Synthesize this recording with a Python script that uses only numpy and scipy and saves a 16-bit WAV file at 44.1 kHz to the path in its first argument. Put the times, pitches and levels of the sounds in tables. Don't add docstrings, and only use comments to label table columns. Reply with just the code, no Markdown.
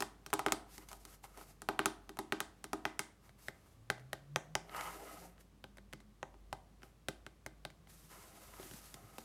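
import sys
import numpy as np
from scipy import signal
from scipy.fft import rfft, irfft, next_fast_len
from scipy.io import wavfile
from scipy.ndimage import uniform_filter1d

SR = 44100
rng = np.random.default_rng(int(sys.argv[2]) if len(sys.argv) > 2 else 0)


def to_wav(sig):
    pcm = np.clip(np.atleast_2d(sig), -1, 1) * 32767
    pcm = np.round(pcm).astype(np.int16)
    wavfile.write(sys.argv[1], SR, pcm.T)


N = 407484

# pitch in Hz, level in dB when tapped on the ends,
# level in dB when tapped on the face, seconds to fade by 60 dB (called t60).
BOX_TONES = [(88.7, -13, -16, 0.023), (143.4, 1.5, 9, 0.063), (206, -8, -9.5, 0.16),
             (288.6, -6, -8.5, 0.067), (319.2, -7, -11.5, 0.16), (333, 5, 7, 0.016),
             (403.8, -4.5, -9.5, 0.1), (543.8, -10.5, -11.5, 0.096), (535, -25, 8, 0.023),
             (581, -17, 7, 0.014), (762, -17.5, -20.5, 0.22), (772, 10.5, 4.5, 0.023),
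             (853, -9.5, -16.5, 0.11), (907, 5, -1.5, 0.022), (1043, -12.5, -18.5, 0.059),
             (1241, -5, -14.5, 0.063), (1284, 6, -36, 0.0081), (1569, -8.5, -8.5, 0.03),
             (2000, -2, 1.5, 0.015), (2102, 0, 5, 0.011), (2940, -10.5, -8, 0.016), (3450, -4, 10.5, 0.002)]


def nail_taps():
    # start in seconds, level in dB, then the relative strength in dB of the box's hollow
    taps = [(0.005, -32.5, -7, -13, 0), (0.023, -24, -24, -18.5, -11.5), (0.263, -38, -19, -18.5, -5.5),
            (0.303, -49.5, -20, -16, -7), (0.33, -24, -10, -11.5, -17), (0.337, -27, -20, -13, -3.5),
            (0.393, -25.5, -26, -12, -11.5), (0.463, -20.5, -12.5, -12.5, -14.5),
            (0.484, -29.5, -33, -13, -19), (0.522, -21.5, -12.5, -16.5, -5.5),
            (0.78, -44.5, -7.5, -14, -2.5), (0.887, -54, -28, -9, 5.5), (0.915, -47, -38, -8, -6),
            (0.93, -44, -39, -9.5, -6.5), (1.052, -45, -12.5, -21, -2.5), (1.241, -47, -20, -9, -15),
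            (1.374, -51, -4, -7, -4), (1.412, -48, -15, -10, -11.5), (1.619, -40, -13, -15, -6.5),
            (1.688, -23, -12.5, -11.5, -16.5), (1.792, -18.5, -15.5, -16.5, -20),
            (1.858, -18.5, -14.5, -17.5, -8.5), (2.093, -40.5, -3.5, -15.5, -9), (2.171, -47, -22, -7, -11),
            (2.189, -28.5, -6, -13.5, -10), (2.323, -20.5, -14.5, -19, -17.5),
            (2.404, -24, -21.5, -19.5, -10), (2.642, -37, -11, -14, -5), (2.732, -28.5, -6.5, -11.5, -11),
            (2.853, -21, -17.5, -20, -20), (2.993, -24.5, -22, -19.5, -7), (3.293, -51, -32, -11, -18),
            (3.484, -32, -19, -14, -15.5), (3.901, -18.5, -23.5, -13, -17.5), (3.98, -51, -18, -3, -20),
            (3.996, -56, -25, -20, -8.5), (4.131, -27, -20.5, -15, -14.5),
            (4.36, -19.5, -23.5, -12.5, -17.5), (4.553, -20.5, -20.5, -11.5, -18),
            (4.695, -44.5, -22, -13, -29), (4.747, -38, -43, -7, -30), (4.763, -53, -28, -7, 4),
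            (4.81, -34, -52, -11, -14), (5.38, -56, -27, -10, -23), (5.641, -38.5, -12.5, -12, -20.5),
            (5.771, -50.5, -13, -14, -10), (5.783, -45.5, -14, -20, -17), (5.928, -44, -20, -13, -12),
            (5.934, -37, -10, -24, -13.5), (6.003, -55, -5.5, -9, -10), (6.229, -32, -19, -7.5, -26),
            (6.342, -58, 0, 2, -23), (6.528, -33, -16.5, -2, -12), (6.82, -51, -13, -22, -24),
            (6.832, -42.5, -10, -18, -21), (7.085, -25.5, -13.5, -14.5, -11),
            (7.265, -36.5, -15.5, -17, -18), (7.463, -34, -13.5, -14.5, -11), (7.651, -32, -16, -18, -18.5),
            (7.702, -51, -19, -18, -12.5), (7.872, -53.5, -25, -10, -14), (8.598, -48.5, -1, -6, -20),
            (8.63, -47.5, -5, -9, -21), (8.712, -45.5, -3.5, -23, -10), (8.736, -49.5, -9, -23, -7),
            (8.942, -45.5, -4, -23, -1.5), (9.183, -39.5, -15, -6, -5)]
    parts_hz = [130, 300, 780, 1700]
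    face_from_s, snap_db, glide_s = 3.2, -11, 0.000675
    t = np.arange(SR // 5) / SR
    early = t[:SR // 40]
    hz, ends_db, face_db, t60 = np.transpose(BOX_TONES)
    envelopes = box_envelopes(t)
    spots = rng.standard_normal((len(taps), 2, len(hz)))
    grits = rng.standard_normal((len(taps), len(early)))
    bend = -np.sin(2 * np.pi * 4500 * glide_s * np.log1p(t / glide_s))
    bend *= fade(t, 0.016) * (1 - np.exp(-t / 0.00016))
    click = band(1. * (early == 0), 2800, 9500)
    out = np.zeros((2, N + len(t)))
    for (start, db, hollow_db, knock_db, tick_db), (spot, shift), grit in zip(taps, spots, grits):
        on_face = start > face_from_s
        thud_db = -31.5 - 0.3 * (db + 25)
        parts_db = np.interp(np.log(hz), np.log(parts_hz), [thud_db, hollow_db, knock_db, snap_db])
        spot_db = (face_db if on_face else ends_db) + 1.4 * spot
        spot_hz = hz * (1 + .0007 / t60 * shift)
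        body = box_ring(t, envelopes, 0.5 + parts_db + spot_db, spot_hz) + undb(snap_db + 7) * bend
        stretch = undb(2.5 * max(-40 - db, 0))
        contact = fade(early, 0.0014 * stretch) / np.sqrt(stretch) + 0.19 * fade(early, 0.032)
        tick = band(grit * contact, 2300, 11200)
        close, to_room = body.copy(), body.copy()
        close[:len(early)] += undb(tick_db + 10) * tick
        to_room[:len(early)] += undb(tick_db + 10) * (0.22 * tick + 2.46 * click)
        lag = int(SR * 0.00045 * (1 + abs(shift[0])))
        close[lag:] += 0.26 * close[:-lag]
        if on_face:
            to_room *= undb(-3.5)
        i = int(start * SR)
        out[:, i:i + len(t)] += undb(db + 3.5) * np.array([close, to_room])
    return out[:, :N]


def box_envelopes(t, length=1):
    hz, *_, t60 = np.transpose(BOX_TONES)[:, :, None]
    signs = (-1.) ** np.arange(len(BOX_TONES))[:, None]
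    return (1 - np.exp(-t * hz / 0.42)) * fade(t, length * t60) * signs


def box_ring(t, envelopes, spot_db, hz):
    return undb(spot_db) @ (envelopes * np.sin(2 * np.pi * hz[:, None] * t))


def finger_slides():
    # time in seconds, skin hiss in dB, then the rasp of the face
    # and the drone of the walls, both in dB above the hiss.
    slides = [
        [(0.66, -79.5, 14.5, -2), (0.76, -57.5, -27, -25), (0.816, -69, 1.5, -5), (0.916, -63.5, 3, -2),
         (0.95, -64.5, -9, -1), (1.03, -71.5, -8, -2), (1.055, -72, 0, 0), (1.148, -69, -0.5, -7),
         (1.216, -98, -7, 8), (1.24, -63, 4, -3), (1.33, -78, 3, -1), (1.385, -65.5, 7.5, 9),
         (1.45, -68, -5, -5), (1.504, -60.5, -9, -6), (1.58, -99, 0, 3)],
        [(3.18, -99, 5, -5), (3.262, -70, 1, -11), (3.362, -98, 4, 0), (3.39, -68, -4, -7),
         (3.47, -61.5, -9, -11), (3.52, -78, 5, 7), (3.728, -76, -1, -7), (3.8, -98, 7, -1)],
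        [(4.64, -81.5, 12, 18.5), (4.77, -55, 12.5, 2), (4.866, -55.5, 8.5, -6), (5.022, -62, 4, 11),
         (5.094, -60.5, 7, 3.5), (5.254, -61, 0.5, 7), (5.366, -90, 14, 12), (5.41, -64, -1, 0),
         (5.44, -97, -8, 3)],
        [(6.8, -100, 9, 2), (6.836, -68, 5, 6), (6.92, -87, 6, 5)],
        [(7.84, -110, 0, 0.5), (7.898, -64.5, -14, -20), (8.08, -68, -15, -19), (8.112, -61, 4, -4),
         (8.35, -66, -1, 0.5), (8.576, -59, 1, -5.5), (8.662, -57.5, -9, -14), (8.93, -62.5, -7, -9),
         (8.966, -67.5, 2, 3), (9.142, -67.5, 4.5, 5), (9.19, -62, -6, -9), (9.24, -65, -4, -6)],
    ]
    wobbles_db = [4.2, 2, 0.82, 1, 1.35]
    # frequency in Hz, relative level in dB.
    hiss_colour = [(1760, 1.5), (3000, -1), (4080, 0), (4940, 1), (12800, 1.5), (15500, -8), (16200, -40),
                   (16500, -52)]
    # low edge in Hz, high edge in Hz.
    card_bands = [(943, 2850), (547, 950), (280, 435)]
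    t = np.arange(N) / SR
    gains = np.zeros((4, N))
    grip = wander(45)
    for rows, wobble_db in zip(slides, wobbles_db):
        times, hiss_db, rasp_db, drone_db = np.transpose(rows)
        hollow_db = drone_db - 5.5
        sliding = (t >= times[0]) & (t <= times[-1])
        for gain, extra_db in zip(gains, (0, rasp_db, drone_db, hollow_db)):
            level_db = np.interp(t[sliding], times, hiss_db + extra_db)
            gain[sliding] = undb(level_db + wobble_db * grip[sliding])
    catch_db = 1.8 * wander(110)
    slips = rng.standard_normal(N) * undb(2.62 * rng.exponential(size=N) + catch_db)
    hz, ends_db, _, t60 = np.transpose(BOX_TONES)
    slip_db = ends_db + 4.9 * np.log(hz) + 0.96 * np.log(t60)
    ring_t = t[:SR // 8]
    slip_ring = box_ring(ring_t, box_envelopes(ring_t, length=0.5), slip_db, hz)
    card = signal.fftconvolve(slips, slip_ring)[:N]
    friction = rng.standard_normal(N) * undb(2.0 * rng.exponential(size=N) + 0.63 * wander(76))
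    hiss = gains[0] * colour(friction, hiss_colour)
    return hiss + sum(gain * unit(band(card, *edges)) for gain, edges in zip(gains[1:], card_bands))


def grip_bumps():
    # start in seconds, level in dB, pitch in Hz.
    bumps = [(5.938, -57, 148), (8.597, -42, 390), (8.66, -46, 280), (8.711, -52, 200), (8.741, -45.5, 220),
             (9.042, -49, 111), (9.185, -43, 231)]
    ring_cycles = 11
    t = np.arange(SR // 8) / SR
    out = np.zeros(N + len(t))
    for start, db, hz in bumps:
        envelope = fade(t, ring_cycles / hz) * (1 - np.exp(-t * hz / 0.2))
        i = int(start * SR)
        out[i:i + len(t)] += undb(db) * envelope * np.sin(2 * np.pi * hz * t)
    return out[:N]


def room_echo(x):
    # middle of a band in Hz, seconds to fade by 60 dB, relative level in dB.
    echo_bands = [(178, 0.31, 5), (567, 0.49, -5.5), (1296, 0.37, -5), (3300, 0.25, -4), (6550, 0.31, -3),
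                  (14040, 0.28, -0.5)]
    t = np.arange(SR // 2) / SR
    tail = sum(undb(db) * fade(t, t60) * band(rng.standard_normal(len(t)), hz / 1.92, hz * 2.01)
               for hz, t60, db in echo_bands)
    build_up = 1 - np.exp(-(t / 0.0013) ** 2)
    return signal.fftconvolve(x, undb(-38.5) * tail * build_up)[:N]


def room_air():
    # frequency in Hz, relative level in dB.
    air_colour = [(41, -47), (70, -10), (205, -14.5), (235, -18), (295, -19), (446, -23.5), (948, -31),
                  (1190, -27), (1280, -33), (11700, -44.5), (16500, -51)]
    return undb(-66 + 0.67 * wander(3.1)) * colour(rng.standard_normal(N), air_colour)


def low_hum():
    # time in seconds, base level in dB.
    levels = [(0.0, -63), (1.36, -61.5), (3.3, -67), (3.8, -74), (4.9, -62.5), (5.7, -63.5), (8.85, -63.5),
              (9.24, -66)]
    t = np.arange(N) / SR
    hz = 49.6 + 1.42 * wander(1.5)
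    level_db = np.interp(t, *np.transpose(levels)) + 2.0 + 2.6 * wander(7)
    murmur = undb(-87) * unit(band(rng.standard_normal(N), 46, 53))
    return undb(level_db) * np.sin(2 * np.pi * np.cumsum(hz) / SR) + murmur


def far_engine():
    # time in seconds, firing pitch in Hz, level in dB.
    revs = [(3.6, 94.3, -90), (3.801, 110.7, -60.5), (4.1, 133, -60), (4.4, 157.9, -55.5), (4.7, 172, -67),
            (5.302, 170, -64.5), (5.552, 193.3, -76.5), (5.648, 206.2, -69), (6.102, 207, -64.5),
            (6.25, 218, -94.5), (7.299, 159, -94.5), (7.5, 155.3, -66), (8.1, 155.4, -70.5),
            (8.3, 148, -100)]
    t = np.arange(N) / SR
    times, hz, db = np.transpose(revs)
    firing_hz = np.interp(t, times, hz) * (1 + 0.019 * wander(5.3))
    level_db = np.interp(t, times, db) + 4 * wander(24)
    return undb(level_db) * np.sin(2 * np.pi * np.cumsum(firing_hz) / SR)


def undb(db):
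    return 10 ** (np.asarray(db) / 20)


def unit(x):
    return x / np.sqrt(np.mean(x ** 2))


def fade(t, t60):
    return np.exp(-np.log(1000) * t / t60)


def band(x, low_hz, high_hz):
    edges = [low_hz, min(high_hz, .45 * SR)]
    return signal.sosfilt(signal.butter(2, edges, "bandpass", fs=SR, output="sos"), x)


def colour(x, points):
    size = next_fast_len(len(x))
    hz, db = np.transpose(points)
    frequencies = np.arange(size // 2 + 1) * SR / size
    gain_db = np.interp(np.log(frequencies + 1), np.log(hz), db)
    return unit(irfft(rfft(x, size) * undb(gain_db), size)[:len(x)])


def wander(rate):
    hold = int(SR / rate)
    steps = np.repeat(rng.standard_normal(N // hold + 1), hold)
    return 1.36 * uniform_filter1d(uniform_filter1d(steps, hold), hold)[:N]


def scene():
    tapping, to_room = nail_taps()
    fingers = finger_slides() + grip_bumps()
    echo = room_echo(to_room + fingers)
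    return (tapping + fingers + echo + room_air() + low_hum() + far_engine())[None]


def record(dry):
    low_hz, top_hz = 40, 16500
    dry = signal.sosfilt(signal.butter(4, low_hz, "highpass", fs=SR, output="sos"), dry)
    return signal.sosfilt(signal.ellip(8, .2, 70, top_hz, fs=SR, output="sos"), dry)


dry = scene()
out = record(dry)
to_wav(out)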